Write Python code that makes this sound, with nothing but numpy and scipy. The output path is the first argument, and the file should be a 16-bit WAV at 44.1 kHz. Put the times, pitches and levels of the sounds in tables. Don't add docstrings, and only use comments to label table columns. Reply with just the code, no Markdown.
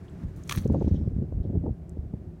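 import sys
import numpy as np
from scipy import signal
from scipy.fft import rfft, irfft
from scipy.io import wavfile
from scipy.ndimage import map_coordinates

SR = 44100
rng = np.random.default_rng(int(sys.argv[2]) if len(sys.argv) > 2 else 0)


def store_wav(level_fs):
    pcm = np.round(np.clip(np.atleast_2d(level_fs), -1, 1) * 32767)
    wavfile.write(sys.argv[1], SR, pcm.T.astype(np.int16))


N = 105840

# (frequency [Hz], relative level [dB])
OUTDOOR_TONE = [(20, -12.5), (70, -1.5), (125, -5.5), (170, 8), (215, -14.5), (290, -7.5), (370, -5.5),
                (480, -22), (650, -17.5), (1000, -31.5), (1700, -36), (3500, -47.5), (8500, -52.5),
                (15500, -57.5)]
# (frequency [Hz], relative level [dB])
RUMBLE_TONE = [(20, -31.5), (40, -9), (75, 5), (120, -4.5), (200, -9), (320, -22), (550, -28.5),
               (900, -51.5), (4000, -92.5)]
# (time [s], level [dB])
WIND_LEVELS = [(0, -47), (.45, -36.5), (.62, -34.5), (.75, -28.5), (1.02, -32), (1.29, -37.5),
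               (1.45, -31.5), (1.57, -30.5), (1.7, -29.5), (1.78, -45), (2.15, -37.5), (2.4, -53.5)]
# (frequency [Hz], relative level [dB])
SWISH_TONE = [(250, 11), (370, 19.5), (520, 5.5), (1700, 0), (3500, -13), (7000, -15.5), (15000, -28)]
# (time [s], level [dB], pitch [Hz], width [Hz], fade [s])
SMALL_TICKS = [(.081, -60, 3200, 1630, 0.011), (.097, -64.5, 7750, 1800, .003),
               (.362, -61, 7500, 14000, 0.017), (.4355, -48, 6400, 1500, 0.0017),
               (.6765, -47.5, 6100, 1200, 0.00097), (.724, -61, 8000, 11000, 0.0067),
               (.826, -65, 5500, 6000, 0.009), (.879, -60, 3620, 2540, 0.0061),
               (.938, -70, 6350, 1130, 0.025), (.957, -60.5, 3230, 700, 0.014),
               (1.43, -71, 3570, 1620, 0.026), (1.8942, -49, 7500, 2900, 0.00089)]
# (time [s], pulse peak [dB], brightness [Hz], churn [s])
WIND_EDDIES = [(0.237, -29.5, 130, 0.029), (0.253, -23.5, 45, 0.0069), (0.577, -17.5, 99.5, 0.012),
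               (0.658, -12.5, 168, 0.0037), (0.662, -21.5, 217, 0.0022), (0.7, -21, 274, 0.0022),
               (0.706, -11.5, 115, 0.0027), (0.722, -18.5, 165, 0.018), (.746, -17.5, 370, 0.0052),
               (0.757, -17.5, 225, 0.0053), (0.787, -19.5, 140, 0.023), (.813, -21.5, 267, 0.0037),
               (0.822, -20, 294, 0.0031), (0.846, -18.5, 167, 0.002), (0.864, -20, 102, 0.018),
               (0.877, -15.5, 223, 0.0055), (0.913, -18, 133, 0.0063), (0.924, -16, 50, 0.0086),
               (0.945, -19.5, 167, 0.008), (.984, -24.5, 81, 0.015), (1.014, -22, 132, 0.02),
               (1.076, -18, 131.4, 0.0058), (1.119, -29.5, 195, 0.0061), (1.132, -16.5, 50.6, 0.0067),
               (1.164, -21, 110, 0.0048), (1.187, -21.5, 117, 0.0097), (1.223, -23, 162, 0.019),
               (1.324, -28, 281, 0.0014), (1.345, -19, 50, 0.021), (1.379, -27.5, 120, 0.0033),
               (1.402, -18, 74.5, 0.0029), (1.451, -25.5, 188, 0.0094), (1.5, -22.5, 179, 0.0094),
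               (1.534, -25.5, 180, 0.0094), (1.555, -19, 175, 0.013), (1.573, -16, 81, 0.0047),
               (1.64, -24, 215, 0.0081), (1.664, -22.5, 333, 0.0053), (1.679, -22, 190, 0.01),
               (1.693, -24.5, 220, .003), (1.708, -21.5, 80, 0.017), (1.972, -29, 210, 0.0038),
               (1.989, -25, 58.5, 0.0052), (2.063, -28.5, 49.6, 0.0054), (2.139, -24, 200, 0.003)]
# (frequency [Hz], boost or cut [dB])
WET_TONE = [(300, 5), (800, 2.5), (1100, 2.5), (2400, 0.5), (2850, -5), (3200, 0.5), (4400, -1), (5000, -8),
            (6000, 1), (7700, -8), (8300, -3.5), (15000, -11)]
# (time [s], level before WET_TONE [dB], pitch [Hz], width [Hz], fade [s])
MUD_SQUIRTS = [(.4745, -48, 7500, 5000, 0.0093), (.4925, -30, 4400, 4000, 0.0053),
               (.4955, -20, 2800, 2930, 0.00098), (.5098, -27.5, 2930, 1800, 0.0041),
               (.5208, -24.5, 3020, 5530, 0.0011), (.5245, -20.5, 4000, 9050, 0.0016),
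               (.542, -46, 4500, 3030, 0.0034), (.5515, -38, 2160, 2500, 0.003),
               (.5605, -24, 13200, 5000, 0.00096), (.5742, -33.5, 2250, 2210, 0.0028),
               (.5795, -36.5, 3800, 6530, 0.0065), (.5945, -45, 5100, 3000, 0.0015)]
# (frequency [Hz], relative level [dB])
SPRAY_TONE = [(400, -36), (1100, -0.5), (2500, -5), (6000, -5), (8000, -6), (11000, -4), (15500, 0)]
# (time [s], level [dB], starting pitch [Hz], fade [s])
AIR_POCKETS = [(.512, -25.5, 1102, 0.0045), (0.5217, -26.5, 1152, 0.0038), (0.5237, -33, 1653, 0.006),
               (0.55, -23, 1250, 0.00081)]
# (pitch halfway through [Hz], width [Hz], level [dB])
SAND_PORES = [(1900, 2600, -70.5), (3870, 1800, -73), (6030, 1100, -75.5)]

SLAP_S, TOP_HZ = 0.495, 15900


def undb(db):
    return 10 ** (np.asarray(db) / 20)


def rms(x):
    return np.sqrt(np.mean(x ** 2) + 1e-18)


def unit(x):
    return x / rms(x)


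def colour(x, tone):
    hz, db = np.array(tone, float).T
    f = np.maximum(np.fft.rfftfreq(len(x), 1 / SR), 1)
    return irfft(rfft(x) * undb(np.interp(np.log(f), np.log(hz), db)), len(x))


def resonate(x, hz, width_hz, order):
    f = np.maximum(np.fft.rfftfreq(len(x), 1 / SR), 1)
    return irfft(rfft(x) / (1 + 1j * (f * f - hz * hz) / (f * width_hz)) ** order, len(x))


def wander(per_s):
    step = int(SR / per_s)
    return np.interp(np.arange(N) / step, np.arange(N // 100), rng.standard_normal(N // 100))


def crackle(size, per_s, scatter_db=0):
    hit = rng.random(size) < per_s / SR
    return hit * rng.standard_normal(size) * undb(scatter_db * np.minimum(rng.exponential(size=size), 4))


def noise(tone):
    return unit(colour(rng.standard_normal(N), tone))


def add(out, start_s, x):
    i = max(int(start_s * SR), 0)
    out[i:i + len(x)] += x[:max(N - i, 0)]


def outdoors(level_db=-45):
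    return undb(level_db) * noise(OUTDOOR_TONE)


def wind(t, gust_db=3.5):
    db = np.interp(t, *np.array(WIND_LEVELS).T) + gust_db * wander(per_s=55)
    return undb(db) * noise(RUMBLE_TONE)


def trousers(t, peak_s=0.15, spread_s=0.63, swish_db=-56, flutter_db=3, rustle_db=-61, rustle_s=0.078):
    swing = np.exp(-((t - peak_s) / spread_s) ** 2 / 2)
    swish = swing * undb(swish_db + flutter_db * wander(per_s=38)) * noise(SWISH_TONE)
    rustle = np.exp(-np.abs(t - SLAP_S) / rustle_s) * noise(WET_TONE)
    return swish + undb(rustle_db) * rustle


def click_bursts(rows, order, rise_s=0.00035, size=4096):
    out, t = np.zeros(N), np.arange(size) / SR
    for start, db, hz, width, fade in rows:
        loudness = np.minimum(t / rise_s, 1) * np.exp(-np.maximum(t - rise_s, 0) / fade)
        clicks = crackle(size, per_s=5900, scatter_db=1) * loudness
        burst = resonate(clicks, hz, width, order)
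        add(out, start, undb(db) * unit(burst) * rms(loudness))
    return out


def eddies(low_hz=49, high_hz=1080, churn_db=-8, size=8192):
    out, f = np.zeros(N), np.fft.rfftfreq(size, 1 / SR)
    t = (np.arange(size) - size // 2) / SR
    treble_cut = signal.butter(4, high_hz, fs=SR, output="sos")
    for when, db, hz, length in WIND_EDDIES:
        bass_cut = signal.butter(2, low_hz + 0.13 * hz, "highpass", fs=SR, output="sos")
        mic_opening = np.vstack([treble_cut, bass_cut])
        pulse = signal.sosfilt(mic_opening, 1 / (1 + (2 * np.pi * hz * t) ** 2))
        swell = np.exp(-(t / np.where(t < 0, 0.86 * length, length)) ** 2 / 2)
        dull_air = irfft(rfft(rng.standard_normal(size) * swell) * np.exp(-f / hz))
        hollow = resonate(signal.sosfilt(mic_opening, dull_air), 1.62 * hz, width_hz=2.2 * hz, order=1)
        churn = undb(churn_db) * unit(hollow) * rms(swell)
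        push_or_pull = rng.choice([-1, 1])
        add(out, when + t[0], undb(db) * (push_or_pull * pulse / np.abs(pulse).max() + churn))
    return out


def spray(t, hold_s=0.061, fade_s=0.053, drops_per_s=3200, width_hz=2260):
    age = t - SLAP_S
    density = (age > 0) * np.exp(-np.maximum(age - hold_s, 0) / fade_s)
    droplets = sum(resonate(crackle(N, drops_per_s * density), hz, width_hz, order=2)
                   for hz in np.linspace(width_hz / 2, TOP_HZ, 10))
    return unit(colour(np.sqrt(density) * droplets, SPRAY_TONE)) * rms(density)


def air_pockets(rise_per_s=8, size=4096):
    out, t = np.zeros(N), np.arange(size) / SR
    for start, db, hz, fade in AIR_POCKETS:
        ring = np.sin(2 * np.pi * hz * t * (1 + rise_per_s * t / 2))
        loudness = np.exp(-t / fade) * (1 - np.exp(-t * hz))
        add(out, start, undb(db) * ring * loudness)
    return out


def seeping_water(t, peak_s=0.86, spread_s=0.125, spurt_db=4, pitch_sag=0.14):
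    fizz = np.zeros(N)
    for hz, width, db in SAND_PORES:
        spurts = undb(db + spurt_db * wander(per_s=74))
        fizz += spurts * unit(resonate(crackle(N, per_s=2700), hz, width, order=2))
    progress = (t - peak_s) / spread_s
    speed = 1 - pitch_sag * np.tanh(progress)
    return np.exp(-progress ** 2 / 2) * map_coordinates(fizz, [np.cumsum(speed)], mode="mirror")


def scene():
    t = np.arange(N) / SR
    background = outdoors()
    splash = colour(undb(-42.5) * spray(t) + click_bursts(MUD_SQUIRTS, order=1), WET_TONE)
    ticks = click_bursts(SMALL_TICKS, order=2)
    boot = splash + air_pockets() + seeping_water(t)
    fade_in = np.minimum(t / 0.004, 1)
    return (boot + ticks + trousers(t) + eddies() + fade_in * (wind(t) + background))[None]


def record(dry, low_cut_hz=31.5):
    dry = signal.sosfilt(signal.butter(2, low_cut_hz, "highpass", fs=SR, output="sos"), dry)
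    return signal.sosfilt(signal.ellip(10, .2, 80, TOP_HZ, fs=SR, output="sos"), dry)


dry = scene()
out = record(dry)
store_wav(out)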